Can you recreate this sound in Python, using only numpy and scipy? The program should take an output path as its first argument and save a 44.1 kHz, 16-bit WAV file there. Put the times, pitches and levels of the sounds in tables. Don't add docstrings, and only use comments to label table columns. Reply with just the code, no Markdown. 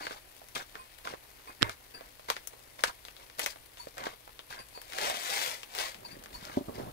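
import sys
import numpy as np
from scipy import signal
from scipy.fft import rfft, irfft, next_fast_len
from scipy.io import wavfile
from scipy.ndimage import uniform_filter1d

SR = 44100
rng = np.random.default_rng(int(sys.argv[2]) if len(sys.argv) > 2 else 0)


def dump_mix(stems):
    frames = np.atleast_2d(stems).T
    limited = np.clip(frames, -1, 1)
    pcm = np.round(limited * 32767).astype(np.int16)
    wavfile.write(sys.argv[1], SR, pcm)


N = 305418


def amp(db):
    return 10 ** (np.asarray(db) / 20)


def unit(x):
    return x / np.sqrt(np.mean(x ** 2) + 1e-20)


def along(points, hz):
    f, value = np.transpose(points)
    return np.interp(np.log(hz + 1), np.log(f + 1), value)


def curve(rows):
    s, db = np.transpose(rows)
    return amp(np.interp(np.arange(N) / SR, s, db, left=-120))


def add(out, s, sound):
    part = out[..., max(round(s * SR), 0):][..., :sound.shape[-1]]
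    part += sound[..., :part.shape[-1]]


def filtered(x, response):
    m = next_fast_len(x.shape[-1] + 8192)
    spectrum = rfft(x, m) * response(np.fft.rfftfreq(m, 1 / SR))
    return irfft(spectrum, m)[..., :x.shape[-1]]


def coloured(x, spectrum):
    return unit(filtered(x, lambda hz: amp(along(spectrum, hz))))


def tilted(x, slope_db):
    steps = np.arange(-3, 4)[:, None]

    def band_weights(hz):
        octave = np.log2(np.clip(hz, 250, 16000) / 2000)
        return np.clip(1 - abs(octave - steps), 0, 1)

    bands = filtered(x, band_weights)
    return np.sum(amp(steps * slope_db) * bands, axis=0)


def patchy(x, depth_db):
    z = signal.stft(x, nperseg=512)[2]
    field = uniform_filter1d(rng.standard_normal(z.shape), size=30, axis=0)
    field = uniform_filter1d(field, size=50, axis=1)
    return signal.istft(z * amp(depth_db * unit(field)), nperseg=512)[1][:N]


def grains(rate, spread_db, hiss, life):
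    size = amp(spread_db * np.minimum(rng.exponential(size=N), 2.5))
    starts = (rng.random(N) < rate / SR) * size
    puffs = signal.lfilter([1], [1, -np.exp(-1 / (life * SR))], starts)
    return unit(puffs * rng.standard_normal(N)) + hiss * rng.standard_normal(N)


def ring(modes, seconds, attack, scatter_db):
    t = np.arange(int(seconds * SR)) / SR
    total = 0
    for hz, db, t60 in modes:
        decay = amp(db + scatter_db * rng.normal() - 60 * t / t60)
        total = total + decay * np.sin(2 * np.pi * (hz * t + rng.random()))
    return (1 - np.exp(-t / attack)) * total


def taps(modes, rate, spread_db):
    size = amp(spread_db * np.minimum(rng.exponential(size=(len(modes), N)), 2.5))
    blows = (rng.random((len(modes), N)) < rate / SR) * size
    total = 0
    for mode_blows, mode in zip(blows, modes):
        total = total + signal.fftconvolve(mode_blows, ring([mode], 0.02, 0.0003, scatter_db=0))[:N]
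    return unit(total)


def resonance(f, centre, width):
    return 1j * f * width / (centre * centre - f * f + 1j * f * width)


# (frequency [Hz], gain [dB])
RIGHT_PORT_GAIN = [(100, -0.5), (300, 1.5), (700, 4), (1100, 4), (2000, -2), (3000, -8), (5000, -14.5),
                   (8000, -25.5), (16000, -31)]


def muffled(x, lag):
    return filtered(x, lambda f: amp(along(RIGHT_PORT_GAIN, f)) * np.exp(-2j * np.pi * f * lag))


# (frequency [Hz], t60 [s])
KITCHEN_DECAY = [(200, 0.047), (2000, 0.091), (10000, 0.082)]


def ports(x, lag, wet_db):
    step, length = SR // 16, SR // 10
    pieces = np.pad(x, (60, -(N + 60) % step)).reshape(-1, step)
    noise = rng.standard_normal((2, len(pieces), length))
    hz, t, z = signal.stft(noise, SR, nperseg=256)
    decay = amp(-60 * t / along(KITCHEN_DECAY, hz)[:, None])
    tails = signal.istft(z * decay, SR, nperseg=256)[1][..., :length]
    tails = tails / np.linalg.norm(tails, axis=-1, keepdims=True)
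    echoes = signal.fftconvolve(pieces[None], tails, axes=2)
    wet = np.zeros((2, N))
    for k in range(len(pieces)):
        add(wet, k * step / SR, echoes[:, k])
    left, right = x + amp(wet_db) * wet
    return np.array([left, muffled(right, lag)])


# (time [s], level [dB])
OIL_LEVEL = [(0, -53), (1.5, -53), (3.8, -53), (4.4, -54.5), (4.9, -52), (6.93, -52.5)]
# (frequency [Hz], level [dB per Hz])
SIZZLE_SPECTRUM = [(100, -9.5), (300, 1), (600, 1), (1300, -2.5), (2000, 2), (4500, 1.5), (7000, -4),
                   (11000, 0.5), (16000, -2.5)]


def sizzle():
    near, scattered = (
        patchy(coloured(grains(500, spread_db=1.0, hiss=1.26, life=0.00072), SIZZLE_SPECTRUM), depth_db=0.67)
        for _ in range(2))
    pops = coloured(grains(33, spread_db=4.5, hiss=0, life=0.00094), CRUNCH_SPECTRUM)
    near = near + amp(-16.0) * pops
    right = muffled(0.26 * near + 1.17 * scattered, 0.00045)
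    return curve(OIL_LEVEL) * np.array([near, right])


# (time [s], change [dB], time from its middle to 1/e of it [s])
RUMBLE_JOLTS = [(1.674, 14, 0.069), (5.24, -12, 0.21), (6.353, 13.5, 0.035), (6.845, 6.5, 0.41)]
# (frequency [Hz], level [dB per Hz])
RUMBLE_SPECTRUM = [(15, -16), (35, 1), (70, -7), (140, -19), (500, -34)]
RUMBLE_DB = -64.5


def rumble():
    common, apart = rng.standard_normal(N), rng.standard_normal((2, N))
    t = np.arange(N) / SR
    jolts_db = sum(db * np.exp(-((t - s) / half) ** 2) for s, db, half in RUMBLE_JOLTS)
    return amp(RUMBLE_DB + jolts_db) * coloured(common + 0.5 * apart, RUMBLE_SPECTRUM)


def mains_hum():
    return amp(-70.5) * np.sin(2 * np.pi * 120 * np.arange(N) / SR)


# (time [s], level [dB])
SHUFFLE_LEVEL = [(5.95, -56.5), (6.6, -57.5), (6.75, -48), (6.82, -43), (6.9, -47.5), (6.93, -70)]
# (frequency [Hz], level [dB per Hz])
SCUFF_SPECTRUM = [(30, -19), (110, -3.5), (240, -5), (600, -7.5), (1200, -15.5), (3000, -45)]
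# (time [s], relative level [dB])
COUNTER_KNOCKS = [(4.596, -36), (6.167, -35), (6.335, -45.5), (6.571, -11), (6.608, -23.5), (6.693, -23.5),
                  (6.752, -29), (6.78, -25.5), (6.797, -21.5), (6.862, -42)]
# (frequency [Hz], relative level [dB], t60 [s])
COUNTER_MODES = [(103, -18.5, 0.085), (192, -12, 0.023), (263, -7.5, 0.056), (396, -8.5, 0.033),
                 (588, -7, 0.029), (950, -13.5, 0.018)]


def counter():
    out = curve(SHUFFLE_LEVEL) * coloured(grains(52, spread_db=7.5, hiss=1.0, life=0.0033), SCUFF_SPECTRUM)
    for s, db in COUNTER_KNOCKS:
        add(out, s, amp(db - 3.5) * ring(COUNTER_MODES, 0.12, 0.00077, scatter_db=0.5))
    return out


# (time [s], level of each of three families of modes [dB] x 3, ring time as a share of t60)
STEEL_CLINKS = [(0.019, -44, -59, -55, 2.2), (.786, -62, -44, -62, 1.06), (1.472, -60, -42.5, -57, 0.72),
                (1.939, -48, -59, -40.5, 0.87), (3.792, -38, -72, -62, 0.82),
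                (4.588, -59, -45.5, -44, 0.96), (4.745, -43, -53, -50.5, 1.3),
                (6.046, -36.5, -54, -39, 0.53), (6.108, -49, -62, -43, 0.74),
                (6.341, -32.5, -46, -52, 0.49)]
# (frequency [Hz], relative level [dB], full t60 [s])
STEEL_FAMILIES = [
    [(968, 1, 0.13), (4460, 3, 0.21), (6905, -8, 0.16), (10800, -10, 0.18), (13770, -15, .18)],
    [(1050, 1, 0.17), (2490, -3, 0.23), (8460, -6, 0.2), (10250, -3, 0.15)],
    [(1620, -9.5, 0.21), (2660, 1, 0.11), (4700, 9, 0.13), (9730, -6, 0.17)],
]


def clinks():
    out = np.zeros(N)
    for s, *levels_db, share in STEEL_CLINKS:
        for level_db, family in zip(levels_db, STEEL_FAMILIES):
            for hz, db, t60 in family:
                tone = ring([(hz, db + level_db, share * t60)], 0.35, 0.01, scatter_db=1)
                chatter = unit(uniform_filter1d(rng.standard_normal(len(tone)), size=120))
                fade = amp(-60 * np.arange(len(tone)) / SR / 0.2)
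                add(out, s, tone * (1 + 0.7 * chatter * fade))
    return out


# (time [s], level [dB], level of the 7.5 kHz mode [dB], left port level [dB])
RIGHT_SNAPS = [(1.6222, -0.5, -6, -26), (1.6283, 8.5, -14, -8.5)]
# (frequency [Hz], relative level [dB], t60 [s])
TICK_MODES = [(1600, 3, 0.0021), (3480, 5.5, 0.0019), (5300, -10, 0.004)]
# (frequency [Hz], relative level [dB], t60 [s])
THUD_MODES = [(230, -7.5, 0.0056), (104, -35, 0.14)]


def snaps():
    out = np.zeros((2, N))
    for s, db, treble_db, left_db in RIGHT_SNAPS:
        treble = [(7500, treble_db, 0.002), (11000, treble_db - 4, 0.0015)]
        tick = ring(TICK_MODES + treble, 0.03, 0.0004, scatter_db=0)
        thud = ring(THUD_MODES, 0.1, 0.0005, scatter_db=0)
        add(out[1], s, amp(db) * tick)
        add(out[1], s, amp(db) * thud)
        add(out[0], s + 0.0007, amp(db + left_db) * tick)
    return out


# (time of fullest flow [s], level [dB], build-up [s], run-out [s],
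# brightness [dB per octave], hollow ring [dB], wall ring [dB])
CORN_POURS = [(5.059, -32, 0.12, 0.14, -0.35, -9.5, -12.5), (5.414, -32.5, 0.33, 0.15, 0.68, -16.5, -9),
              (5.804, -33.5, 0.071, 0.11, 0, -15, -13.5)]
POUR_EDGE_DB = 13
BUILD_SHAPE, RUN_SHAPE = 1.45, 1.7


def pour_controls():
    t = np.arange(N) / SR
    s, db, build, run, *colours = np.transpose(CORN_POURS)[..., None]
    away = np.where(t < s, (s - t) / build, (t - s) / run)
    shape = np.where(t < s, BUILD_SHAPE, RUN_SHAPE)
    power = amp(db - POUR_EDGE_DB * np.minimum(away, 3) ** shape) ** 2
    total = power.sum(0)
    return np.sqrt(total), *((power * c).sum(0) / total for c in colours)


# (frequency [Hz], level [dB per Hz])
RATTLE_SPECTRUM = [(100, -37), (250, -18), (450, -3), (1300, -3), (2200, 0.5), (3500, 3), (6000, -1.5),
                   (10000, -6.5), (16000, -12.5)]
# (frequency [Hz], relative level [dB], t60 [s])
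HOLLOW_MODES = [(690, 0, .012)]
# (frequency [Hz], relative level [dB], t60 [s])
WALL_MODES = [(2100, 0, .005)]


def rattle():
    level, tilt, hollow_db, wall_db = pour_controls()
    slide = coloured(grains(1400, spread_db=3.0, hiss=0.56, life=0.00044), RATTLE_SPECTRUM)
    hollow = amp(hollow_db) * taps(HOLLOW_MODES, 500, spread_db=6)
    wall = amp(wall_db) * taps(WALL_MODES, 700, spread_db=3.5)
    return level * (tilted(slide, tilt) + hollow + wall)


# (time [s], length [s], level [dB], fall over the burst [dB], brightness [dB per octave])
MILL_TWISTS = [(0, 0.19, -39.5, 12.5, -2.5), (0.549, 0.084, -34.5, 9, -2), (0.74, 0.1, -55, 12, -8.5),
               (1.044, 0.11, -41, 8, -4), (1.469, 0.057, -48, 12, -6), (1.609, 0.099, -36, 12.5, -7.5),
               (1.704, 0.051, -46, 20, -1.5), (1.938, 0.17, -59.5, 13, -10.5),
               (2.283, 0.11, -33.5, 26, -1.5), (2.783, 0.083, -43, 14, -1.5), (2.836, 0.07, -38, 3, -2),
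               (3.063, 0.03, -51, 10, 1), (3.172, 0.072, -56.5, -6, -2.5), (3.381, 0.071, -34.5, 7, -0.5),
               (3.455, 0.084, -35.5, 18, 0.3), (3.768, 0.13, -54.5, 5.5, 0.5),
               (3.967, 0.11, -44.5, -1, -4.5), (4.048, 0.096, -43.5, 10, -3), (4.499, 0.12, -42.5, 9, -3),
               (6.077, 0.092, -53, 6, -2), (6.326, 0.22, -49.5, 15, -1.5), (6.416, 0.18, -55.5, -8.5, -2),
               (6.743, 0.082, -47, 6, -2)]
TWIST_START_S, TWIST_END_S = 0.0052, 0.0052


def twist_controls():
    level, slope = np.zeros(N), np.zeros(N)
    for s, length, db, fall_db, slope_db in MILL_TWISTS:
        u = np.linspace(0, 1, round(length * SR))
        swell = np.clip(u * length / TWIST_START_S, 0, 1)
        fade = np.clip((1 - u) * length / TWIST_END_S, 0, 1)
        add(level, s, amp(db - fall_db * u) * fade * swell)
        slope[round(s * SR):] = slope_db
    return level, slope


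# (frequency [Hz], level [dB per Hz])
CRUNCH_SPECTRUM = [(60, -10.5), (200, -14), (450, -6.5), (1300, -15), (2200, -5.5), (2600, 1.5),
                   (3600, 5.5), (5000, 4.5), (8000, -1), (16000, -7)]
# (frequency [Hz], relative level [dB], t60 [s])
BURR_MODES = [(620, -4.5, 0.0089), (1056, -1.5, 0.0093), (1600, 2, 0.0064), (2126, 2, 0.0059)]


def crunch():
    level, tilt = twist_controls()
    grit = tilted(coloured(grains(350, spread_db=6, hiss=0.51, life=0.0028), CRUNCH_SPECTRUM), tilt)
    bits = amp(-6.0 - 0.95 * tilt) * taps(BURR_MODES, 110, spread_db=4.0)
    return level * (grit + bits)


# (frequency [Hz], width [Hz], relative level [dB])
MILL_BODY = [(458, 137, 1), (1500, 1580, 5), (1967, 1080, 9), (3940, 4860, 2.5)]
BODY_TOP_HZ = 8600
DULL = 0.6
FAVOUR, FAVOUR_Q = 1.87, 4.5


def body_response(f, colour_db, hz):
    body = sum((-1) ** k * amp(db) * resonance(f, centre, width)
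               for k, (centre, width, db) in enumerate(MILL_BODY))
    top_hz = BODY_TOP_HZ * amp(DULL * min(colour_db, 0))
    return body / (1 + 1j * f / top_hz) ** 2 * (1 + FAVOUR * resonance(f, hz, hz / FAVOUR_Q))


def spit_response(f):
    return (1j * f / 6500 / (1 + 1j * f / 6500)) ** 3 / (1 + 1j * f / 9000) ** 2


def thump_response(f):
    return resonance(f, 350, 400) / (1 + 1j * f / 700)


# (time [s], relative level [dB],
# colour [dB]: raises or lowers the treble spit, and below 0 adds thump, strongest pitch [Hz])
CORN_CRACKS = [(0.068, -25, -13, 1680), (.109, -34, -24, 1500), (0.416, -45, -22, 800),
               (0.486, -43, 26, 2100), (0.13, -41, 1, 1500), (0.564, -29, -21.5, 1600),
               (0.754, -32.5, -12, 1740), (.986, -40, 18, 1790), (1.051, -33, 0, 2010),
               (1.073, -27.5, -13, 1380), (1.137, -35, -30, 1860), (1.638, -44, -16, 1600),
               (1.695, -24.5, 7.5, 1300), (2.009, -38.5, -21, 680), (2.195, -41.5, -14.5, 620),
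               (2.3011, -11.5, 5.5, 1070), (2.366, -25, -5.5, 1880), (2.473, -31, 24, 5650),
               (2.536, -45.5, -24, 900), (2.792, -40, -16, 2010), (2.8374, -6, 1.5, 1670),
               (3.051, -31, 6, 3920), (3.084, -35, -12, 2900), (3.166, -36.5, 5, 3660),
               (3.299, -37.5, 2, 1930), (3.394, -20.5, 19.5, 2300), (3.398, -22, -2, 2100),
               (3.4615, -15, 11, 2070), (3.559, -41.5, -16.5, 700), (3.772, -37.5, -1, 3060),
               (3.87, -38, -30.5, 660), (3.97, -39, 8, 1620), (3.981, -28, 9.5, 1640),
               (4.039, -29, 9, 2000), (4.0677, -27.5, -27, 610), (4.276, -42, -19, 890),
               (4.293, -43.5, -13, 1010), (4.392, -32, -10, 3480), (4.499, -50, -13, 1700),
               (4.686, -50, 26, 4960), (4.775, -38, -23.5, 786), (4.816, -36, 19, 1710),
               (4.922, -30, -1, 2000), (4.934, -28, 6, 1850), (4.985, -18, 0, 1820), (5.415, -22, 4, 2100),
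               (5.632, -28.5, 9, 2630), (5.75, -25, 13, 2400), (5.787, -18, 11, 4660),
               (5.945, -31.5, 0, 2600), (6.238, -39, 19.5, 1600), (6.259, -33.5, -2, 1710),
               (6.452, -30.5, 7, 5010), (6.497, -38.5, -26, 1900)]
BODY_DB, SPIT_DB, THUMP_DB = 5, -12, -29.5
BREAK = 13


def cracks():
    out, t = np.zeros(N), np.arange(2048) / SR
    for s, db, colour_db, hz in CORN_CRACKS:
        noise = (1 - np.exp(-t / 0.0006)) * rng.standard_normal(len(t))
        burst = amp(-60 * t / 0.002) * noise
        splinters = amp(-60 * t / 0.012) * noise
        split = burst + BREAK * (np.arange(len(t)) == 12)
        body = filtered(split + 0.033 * splinters, lambda f: body_response(f, colour_db, hz))
        spit = filtered(burst + 0.22 * splinters, spit_response)
        thump = filtered(split, thump_response)
        gains = amp(db + np.array([BODY_DB, SPIT_DB + colour_db, THUMP_DB + max(-colour_db, 0)]))
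        add(out, s, sum(g * part / abs(part).max() for g, part in zip(gains, (body, spit, thump))))
    return out


def scene():
    background = sizzle() + rumble() + mains_hum()
    steel = ports(clinks(), 0.0005, wet_db=-15)
    corns = ports(rattle() + crunch(), 0.00046, wet_db=-2.5)
    hits = ports(counter() + cracks(), 0.000545, wet_db=-4.5)
    return background + steel + snaps() + corns + hits


TOP_HZ = 15700


def record(dry):
    clipped = dry / (1 + abs(dry / 0.75) ** 4) ** (1 / 4)
    return filtered(clipped, lambda hz: hz < TOP_HZ)


dry = scene()
out = record(dry)
dump_mix(out)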